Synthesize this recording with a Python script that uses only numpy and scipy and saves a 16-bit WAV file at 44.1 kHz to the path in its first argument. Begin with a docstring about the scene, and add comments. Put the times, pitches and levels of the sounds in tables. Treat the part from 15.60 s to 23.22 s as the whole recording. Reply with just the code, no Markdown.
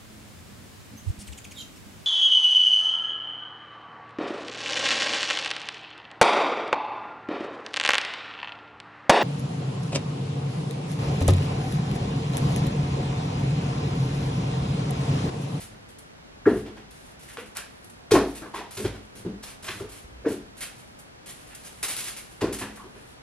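"""A small bare room with a carpeted floor, where a cat leaps after a wand toy.
Paws thump the floor: damped swings and dull slaps, with decaying sine modes for the booming room.
Pads and claws scuff the carpet and swipe at the toy: dense grains in a hump of the spectrum.
Foil tassels crinkle at every flick and snap when taut: showers of bright clicks.
Faint steady rumble and hiss, made of coloured noise, lie beneath."""
import sys
import numpy as np
from scipy import signal
from scipy.fft import rfft, irfft, next_fast_len
from scipy.io import wavfile

SR = 44100
rng = np.random.default_rng(int(sys.argv[2]) if len(sys.argv) > 2 else 0)


def digitize_waveform(pressure):
    """Quantize a signal to 16-bit integers and store it at the path in sys.argv[1].

    Rows of a 2-D input are taken as channels; values are limited to [-1, 1].
    """
    field = np.atleast_2d(pressure).T
    bounded = np.clip(field, -1, 1)
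    quanta = np.round(bounded * 32767).astype(np.int16)
    wavfile.write(sys.argv[1], SR, quanta)


N = 336042  # samples in the scene
TIME = np.arange(int(SR * .9)) / SR  # time axis of one event [s]

# Levels in the tables are source levels, ahead of the room and the microphones.
# one thump or part of a thump: landing, take-off or low bump: (time [s], knock level [dB],
# knock pitch at that spot [Hz], time to full knock [s], ringing level [dB],
# body weight level [dB], pad slap level [dB], carpet scuff level [dB])
PAW_THUMPS = [(0.035, -58, 200, 0.0096, -51, -40, -62, -56), (0.114, -63, 130, 0.015, -55, -41.5, -65, -47),
              (0.861, -12, 317, 0.0105, -24.5, -37, -18, -38.5),
              (0.871, -8.5, 413, 0.0075, -21.5, -27.5, -17.5, -40),
              (0.911, -19, 262, 0.0075, -26, -29, -28.5, -40),
              (0.971, -30.5, 326, 0.0063, -48, -29, -48, -39.5),
              (1.058, -44, 398, 0.0093, -43.5, -56, -41, -40),
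              (1.095, -40, 345, 0.0098, -46, -58, -56, -53),
              (1.172, -52, 368, 0.0122, -47, -50, -48, -40.5),
              (1.777, -36.5, 472, 0.011, -52, -54, -45, -46),
              (1.806, -46.5, 498, 0.014, -43, -62, -65, -60),
              (2.514, -10, 436, 0.0089, -21, -21, -20, -15.5),
              (2.531, -12, 362, 0.011, -19.5, -30, -16.5, -31),
              (2.549, -13.5, 340, 0.0093, -15.5, -35, -17.5, -24),
              (2.608, -24, 442, 0.014, -34, -40, -30, -53), (2.816, -47, 382, 0.015, -39, -43, -40, -38),
              (2.94, -51, 390, 0.01, -47, -46, -42, -38), (2.98, -43.5, 418, 0.014, -43, -60, -43, -53),
              (3.171, -34.5, 387, 0.015, -34, -35, -51, -35.5),
              (3.191, -34.5, 370, 0.014, -33, -46, -38.5, -41),
              (3.243, -21.5, 373.5, 0.012, -29.5, -21.5, -29, -35),
              (3.345, -45, 223, 0.0094, -48, -38, -55, -36), (3.55, -52, 228, 0.016, -49, -52, -46, -60),
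              (3.595, -55, 230, 0.015, -47, -46, -53, -60), (3.649, -32, 171, 0.02, -32.5, -32, -34.5, -46),
              (3.657, -30.5, 358, 0.011, -33, -48, -44.5, -44.5),
              (3.685, -33.5, 196, 0.015, -51, -45, -53, -51), (3.722, -34.5, 197, 0.02, -52, -48, -61, -65),
              (4.025, -47, 226, 0.015, -48, -46, -56, -58), (4.086, -40, 366, 0.011, -49, -39, -46, -35.5),
              (4.15, -48, 200, 0.0156, -51, -39, -49, -48), (4.2, -32, 390, 0.012, -40, -32.5, -41, -35.5),
              (4.234, -34, 424, 0.01365, -41, -58, -52, -50), (4.438, -41, 61, 0.014, -62, -55, -55, -73),
              (4.505, -44, 58.7, 0.063, -42, -43, -69, -78),
              (4.657, -22.5, 296, 0.012, -28.5, -39, -27, -42),
              (4.664, -19, 456, 0.0083, -32.5, -56, -27, -35), (4.7, -30, 286, 0.014, -30, -36, -49, -52),
              (6.818, -27, 336, 0.011, -29, -25, -21.5, -28), (6.839, -20, 414, 0.0064, -29, -41, -37, -31),
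              (6.872, -36, 229, 0.014, -43, -42, -40, -41), (6.925, -43, 226, 0.014, -42, -46, -52, -41),
              (7.014, -34.5, 258, 0.012, -35.5, -35, -38.5, -30),
              (7.09, -43, 262.4, 0.012, -50, -48, -48, -49),
              (7.238, -45.5, 373, 0.0132, -48, -54, -47, -43.5),
              (7.354, -44.5, 393, 0.013, -52, -53, -53, -43)]
# further scuffs, claw clicks, pats and swipes, some right at a landing: (time [s], level [dB],
# time to full speed [s], centre frequency [Hz], focus [exponent: higher is narrower and hollower])
SCUFFS = [(0.855, -19, 0.0073, 1390, 13), (0.875, -40.5, 0.012, 3000, 8.9), (1.058, -44, 0.0075, 1700, 2.8),
          (1.169, -52, 0.014, 1830, 5.8), (1.309, -45.5, 0.0045, 2490, 2.7),
          (1.68, -38.5, 0.0099, 1960, 5.3), (1.771, -25, 0.001, 1300, 1.6),
          (1.777, -37.5, 0.009, 2130, 8.2), (1.953, -33.5, 0.015, 1470, 1.6), (1.966, -39, 0.009, 2620, 56),
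          (2.512, -14, 0.0048, 3220, 1.7), (2.548, -9.5, 0.0041, 665, 9.2), (2.548, -14, 0.0056, 1380, 5.4),
          (2.82, -36, 0.015, 940, 4.4), (2.938, -26.5, 0.0088, 900, 28), (2.938, -33, 0.019, 1750, 2.3),
          (3.004, -29.5, 0.0077, 860, 25.6), (3.169, -25.5, 0.0068, 2000, 0.49),
          (3.244, -26, 0.0067, 1560, 1.7), (3.829, -30, 0.005, 1600, 0.26), (3.864, -40, 0.015, 1400, 0.89),
          (4.027, -35, 0.025, 1177, 0.45), (4.076, -26, 0.013, 1700, 2.6), (4.198, -35.5, 0.0061, 1340, 15),
          (4.644, -24, 0.0057, 433, 27), (4.648, -32.5, 0.011, 1410, 10), (5.007, -37, 0.016, 2050, 7),
          (5.902, -43.5, 0.013, 2060, 7.7), (6.227, -25, 0.0067, 2110, 1.1),
          (6.282, -38.5, 0.029, 2270, 1.5), (6.37, -43, 0.02, 2200, 1.5), (6.44, -38, 0.024, 2550, 3.1),
          (6.565, -50, 0.0098, 2100, 4.4), (6.808, -27.5, 0.007, 1190, 2.2),
          (6.812, -33.5, 0.013, 1000, 110), (6.822, -26.5, 0.0097, 523, 8), (6.812, -27, 0.0041, 3400, 2),
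          (7.011, -30.5, 0.011, 1450, 3.6), (7.172, -38.5, 0.0053, 1250, 5.8),
          (7.196, -37.5, 0.0057, 1050, 30), (7.358, -46, 0.01, 1680, 4.5)]
# shakes of the foil tassels, from quick flicks to long gentle dangling:
# (time [s], level [dB], length before release [s])
TASSEL_SHAKES = [(0.0, -38.5, 0.039), (0.285, -51.5, 0.022), (0.88, -49.5, 0.13), (1.309, -53.5, 0.21),
                 (1.591, -47.5, 0.091), (1.683, -45, 0.052), (1.787, -44, 0.012), (1.858, -48, 0.014),
                 (1.95, -41, 0.021), (2.228, -60, 0.093), (2.509, -28, 0.041), (2.664, -47, 0.048),
                 (2.748, -39, 0.037), (2.944, -40, 0.026), (3.107, -39.5, 0.15), (3.553, -43, 0.04),
                 (3.826, -42.5, 0.085), (4.024, -41.5, 0.091), (4.133, -40.5, 0.074), (4.289, -44.5, 0.12),
                 (4.682, -39.5, 0.051), (4.967, -45, 0.038), (5.006, -31, 0.037), (5.18, -48, 0.02),
                 (5.658, -40, 0.021), (5.688, -37, 0.018), (5.744, -50.5, 0.6), (6.046, -42, 0.036),
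                 (6.227, -25.5, 0.023), (6.281, -27.5, 0.044), (6.366, -31, 0.056), (6.439, -30.5, 0.052),
                 (6.564, -33, 0.014), (6.709, -49, 0.015), (6.807, -42, 0.013), (6.925, -28.5, 0.02),
                 (6.986, -32, 0.033), (7.158, -43, 0.011), (7.354, -54.5, 0.18)]
# a strip of foil pulled taut: (time [s], level [dB], time to full tension [s])
FOIL_SNAPS = [(0.384, -40, 0.0037), (1.306, -44.5, 0.0036), (1.969, -20.5, 0.001), (2.243, -42.5, 0.0025),
              (2.298, -42, 0.0025), (4.979, -40.5, 0.002), (5.387, -42.5, 0.0067), (5.948, -32.5, 0.0033),
              (6.229, -17, 0.0011), (6.235, -25, 0.0016), (6.312, -22, 0.0011), (6.365, -20, 0.0011),
              (6.406, -26, 0.0012)]
# deep modes of the room, driven by weight: (frequency [Hz], level [dB], t60 [s])
DEEP_MODES = [(54.2, -13, 0.89), (96.9, -11, 0.58), (112.3, -12, 0.56), (148, -7.5, 0.25)]
# higher modes of floor and room, driven by the knock: (frequency [Hz], level [dB], t60 [s])
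KNOCK_MODES = [(169, -30, 0.19), (210.8, -2.5, 0.64), (281.5, -11.5, 0.49), (374, -13, 0.36),
               (425.8, -3.5, 0.26), (497, -4.5, 0.22), (626, -15, 0.12), (685, -21, 0.51)]
# spectral shape of a pad's dull slap: (frequency [Hz], density [dB per Hz])
SLAP_COLOUR = [(40, -20), (100, -34), (160, -15), (260, 2.5), (400, 5), (520, -7), (660, -10),
               (1000, -19.5), (3000, -82)]
# spectral shape of the foil: (frequency [Hz], density [dB per Hz])
FOIL_COLOUR = [(100, -10), (300, -10.5), (1000, -8), (2400, -2), (5000, -5), (7500, -3), (10700, 2),
               (12000, -5), (15000, -2), (16000, -4.5)]
# a taut strip is brighter than a loose one: (frequency [Hz], gain [dB])
TAUT_TINT = [(1000, -14), (6000, -1), (10000, 1)]
# spectral shape of the background: (frequency [Hz], density [dB per Hz])
BACKGROUND_COLOUR = [(15, -38), (25, -7.5), (52, 0.5), (86, -4.5), (119, -2.5), (260, -7), (289, -8.5),
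                     (359, -10), (389, -10), (582, -11.5), (762, -12), (1110, -15.5), (1570, -15.5),
                     (6210, -28.5), (15500, -45)]
# stereo width of the background: (frequency [Hz], side against mid [dB])
BACKGROUND_WIDTH = [(60, -16), (110, -8.5), (200, -1), (380, 4), (700, 4), (1290, 5), (2380, 4.5),
                    (4400, 6), (8120, 4.5), (15000, 13)]
# stereo width of the room's sound: (frequency [Hz], side against mid [dB])
ROOM_WIDTH = [(60, -7), (300, -24), (700, -16), (1300, -17.5), (2400, -7.5), (4400, -3.5), (8000, 2.5),
              (15000, 6)]
# reverberation time: (frequency [Hz], t60 [s])
REVERBERATION = [(100, 0.52), (400, 0.42), (1200, 0.33), (4000, 0.41), (10000, 0.28), (15000, 0.19)]
# response of both microphones: (frequency [Hz], gain [dB])
MICROPHONE_RESPONSE = [(20, -4), (45, -1), (12000, -2.5), (13500, -14), (16000, -29)]
# left microphone against right: (frequency [Hz], gain [dB])
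LEFT_LEAN = [(30, -1), (130, 0.4), (300, 1.13), (1000, -0.5), (2000, -0.65), (12000, 0)]

BACKGROUND_DB = -50.5  # rms of the mid channel, ahead of the microphones
FLICK_ATTACK_S, FLICK_RELEASE_S, FLICK_GROWTH_DB_PER_S = 0.0018, 0.018, 0.5
BRISK_DB, QUICKENING = -38, 0.13  # the attack is longer below BRISK_DB, shorter above [dB per dB]
FLUTTER_DB, FLUTTER_PER_S = 2.5, 91  # the strips bunch and part at random
SETTLE_DB, SETTLE_S, LOOSEN_S = -21.5, 0.12, 0.11  # ticks of loose strips; LOOSEN_S scales shake energy
SCUFF_LEAD_S, SCUFF_RISE_S = 0.006, 0.01  # a paw skids just before it takes weight
SCUFF_HZ, SCUFF_FOCUS = 745, 1.2
CATCH_DB, CATCHES_PER_S = 4.5, 150  # a sliding paw grips and slips unevenly
UPPER_RATIO, UPPER_DB = 1.5, -10.5  # the floor's second, higher swing, ahead of the pad's colour
KNOCK_DAMPING = 4.1  # exponent: the soft pad stays on the floor and stills its swings
EDGE_HZ = 15800  # band limit


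def amp(db):
    """Decibel law: amplitude gain is ten to the power of level over twenty."""
    return 10 ** (np.asarray(db) / 20)


def unit(x):
    """Normalisation: scales to an rms of 1."""
    return x / np.sqrt(np.mean(x ** 2) + 1e-20)


def read(points, hz):
    """Interpolation: reads a table along a log-frequency axis."""
    f, value = np.transpose(points)
    return np.interp(np.log(hz + 1), np.log(f + 1), value)


def freqs(x):
    """Fourier analysis: the frequencies in the spectrum of x [Hz]."""
    return np.fft.rfftfreq(len(x), 1 / SR)


def colour(x, points):
    """Linear filtering: weights each frequency by a table of gain in dB."""
    return irfft(rfft(x) * amp(read(points, freqs(x))), len(x))


def add(mix, s, sound):
    """Superposition: sums a sound into the mix from time s."""
    part = mix[max(round(s * SR), 0):][:len(sound)]
    part += sound[:len(part)]


def swell(rise):
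    """Impulse envelope: a push starts at once, peaks at 1 after the rise time, then relaxes."""
    u = TIME / max(rise, 1 / SR)
    return (u * np.exp(1 - u)) ** 0.84


def grains(per_s, spread_db):
    """Random impulse process: tiny clicks of either sign, a few much larger than the rest."""
    chance, size, sign = rng.random((3, len(TIME)))
    size = np.minimum(-np.log(1 - size), 4)
    happens = chance < per_s / SR
    return happens * np.sign(sign - .5) * amp(spread_db * size)


def waver(per_s):
    """Random modulation: a wander through per_s random values a second, setting out from zero."""
    knots = rng.standard_normal(200)
    wander = np.interp(TIME * per_s, np.arange(len(knots)), knots)
    return wander * np.minimum(TIME * per_s / 2, 1)


def tail():
    """Reverberant decay: dense wall reflections of energy 1, each band dying at its own speed."""
    taps = rng.standard_normal(len(TIME)) * (1 - np.exp(-(TIME / 0.0017) ** 2))
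    hz, t, z = signal.stft(taps, SR, nperseg=256)
    t60 = read(REVERBERATION, hz)[:, None]
    decayed = z * amp(-60 * t / t60) / np.sqrt(t60)
    echo = signal.istft(decayed, SR, nperseg=256)[1]
    return echo / np.linalg.norm(echo)


def reflect(x):
    """Dense reverberation: the sound takes turns among four random tails, for an even colour."""
    # the four shares overlap and go round 45 times a second
    turn = 2 * np.pi * np.arange(N) / SR * 45
    shares = [np.maximum(np.cos(turn + k * np.pi / 2), 0) for k in range(4)]
    return sum(signal.oaconvolve(x * share, tail())[:N] for share in shares)


def room(x, direct_db, wet_db):
    """Direct and reverberant fields at two close microphones, widest in the treble."""
    size = next_fast_len(N + len(TIME), True)
    direct = amp(direct_db) * rfft(x, size)
    width = amp(read(ROOM_WIDTH, np.fft.rfftfreq(size, 1 / SR)))
    mid = direct + amp(wet_db) * rfft(reflect(x), size)
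    # a quarter-cycle shift spreads the direct sound
    side = width * (1j * direct + amp(wet_db) * rfft(reflect(x), size))
    left_right = np.array([mid + side, mid - side]) / np.sqrt(1 + width ** 2)
    return irfft(left_right, size)[:, :N]


def background():
    """Stationary noise: steady low room rumble and microphone hiss."""
    mid, side = (unit(colour(noise, BACKGROUND_COLOUR)) for noise in rng.standard_normal((2, N)))
    side = colour(side, BACKGROUND_WIDTH)
    return amp(BACKGROUND_DB) * np.array([mid + side, mid - side])


def shaking(db, length):
    """Driven motion: attack, a fluttering and very slowly growing hold, then exponential release."""
    # a gentler shake takes longer to get going
    attack_s = FLICK_ATTACK_S * amp(QUICKENING * (BRISK_DB - db))
    attack = np.minimum(TIME / attack_s, 1)
    hold = amp(FLUTTER_DB * waver(FLUTTER_PER_S) + FLICK_GROWTH_DB_PER_S * TIME)
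    release = np.exp(-np.maximum(TIME - length, 0) / FLICK_RELEASE_S)
    return attack * hold * release


def crinkle(motion):
    """Multiple impacts: foil strips slap in a shower of bright clicks, then tick as they settle."""
    clicks = grains(per_s=10000, spread_db=3.5)
    shake = unit(colour(clicks, FOIL_COLOUR)) * motion
    # a longer shake leaves more strips loose
    stirred = signal.fftconvolve(motion ** 2, swell(SETTLE_S) ** 2)[:len(TIME)]
    loose = np.sqrt(abs(stirred) / (LOOSEN_S * SR))
    ticks = grains(per_s=600, spread_db=3.3)
    settle = unit(colour(ticks, FOIL_COLOUR)) * loose
    return shake + amp(SETTLE_DB) * settle


def tassels():
    """Impact radiation from thin sheets: the toy's foil shakes and snaps as the wand moves."""
    out = np.zeros(N)
    for s, db, length in TASSEL_SHAKES:
        add(out, s, amp(db) * crinkle(shaking(db, length)))
    for s, db, rise in FOIL_SNAPS:
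        add(out, s, amp(db) * colour(crinkle(swell(rise)), TAUT_TINT))
    return room(out, direct_db=-1.0, wet_db=-2.0)


def scuff(db, rise, hz, focus):
    """Stick-slip friction: fibres catch and let go, dense grains in one hump of the spectrum."""
    u = freqs(TIME) / hz
    hump = (2 * u / (1 + u ** 2)) ** focus
    fibres = irfft(rfft(grains(per_s=9000, spread_db=2.0)) * hump, len(TIME))
    uneven = fibres * amp(CATCH_DB * waver(CATCHES_PER_S))
    return amp(db) * unit(uneven) * swell(rise)


def scuffs():
    """Sliding friction: a short skid with every thump; further scuffs, claw clicks, pats and swipes."""
    out = np.zeros(N)
    for s, *_, db in PAW_THUMPS:
        add(out, s - SCUFF_LEAD_S, scuff(db, SCUFF_RISE_S, SCUFF_HZ, SCUFF_FOCUS))
    for s, db, rise, hz, focus in SCUFFS:
        add(out, s, scuff(db, rise, hz, focus))
    return room(out, direct_db=-6.0, wet_db=-5.5)


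def swing(hz, rise, damping):
    """Damped oscillation: a few swings of the floor, rms 1 at their peak."""
    return np.sqrt(2) * np.sin(2 * np.pi * hz * TIME) * swell(rise) ** damping


def ring(modes, build):
    """Modal resonance: modes build up as the first reflections arrive, then die away."""
    tones = sum(amp(db - 60 * TIME / t60) * np.sin(2 * np.pi * hz * TIME) for hz, db, t60 in modes)
    return np.sqrt(2) * tones * (1 - np.exp(-TIME / build))


def paws():
    """Impact excitation: each thump slaps and swings the floor, which leaves the room ringing."""
    knocks, slaps = np.zeros((2, N))
    for s, db, hz, rise, ring_db, weight_db, slap_db, _ in PAW_THUMPS:
        # the floor swings at two pitches; the soft pad hardly drives the upper one when it lies high
        lower = swing(hz, rise, KNOCK_DAMPING)
        upper_hz = UPPER_RATIO * hz
        upper_gain = amp(UPPER_DB + read(SLAP_COLOUR, upper_hz))
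        upper = upper_gain * swing(upper_hz, rise, KNOCK_DAMPING)
        add(knocks, s, amp(db) * (lower + upper))
        # modes near the pitch of the knock take up the most energy: 6 dB less per octave away
        modes = [(f, level - 6 * abs(np.log2(f / hz)), t60) for f, level, t60 in KNOCK_MODES]
        add(knocks, s + rise, amp(ring_db) * ring(modes, build=0.0063))
        # the body's weight gives a short, deep 106 Hz swing and drives the deep modes
        weight_swing = amp(weight_db - 10.5) * swing(hz=106.3, rise=0.011, damping=1.0)
        boom = amp(weight_db - 3.5) * ring(DEEP_MODES, build=0.0041)
        add(knocks, s, weight_swing + boom)
        slap = unit(colour(rng.standard_normal(len(TIME)), SLAP_COLOUR)) * swell(0.0085)
        add(slaps, s, amp(slap_db) * slap)
    # knocks, alike in both channels, carry their own ringing; the slaps get reflections
    return knocks + room(slaps, direct_db=-0.5, wet_db=-0.5)


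def scene():
    """Superposition: background, toy and cat together."""
    return background() + tassels() + scuffs() + paws()


def record(dry):
    """Transduction: the microphones' roll-off at both ends and slight imbalance, then the band limit."""
    left, right = (colour(channel, MICROPHONE_RESPONSE) for channel in dry)
    heard = np.array([colour(left, LEFT_LEAN), right])
    lowpass = signal.firwin(511, EDGE_HZ, window=("kaiser", 9), fs=SR)
    return signal.oaconvolve(heard, lowpass[None], "same")


dry = scene()
out = record(dry)
digitize_waveform(out)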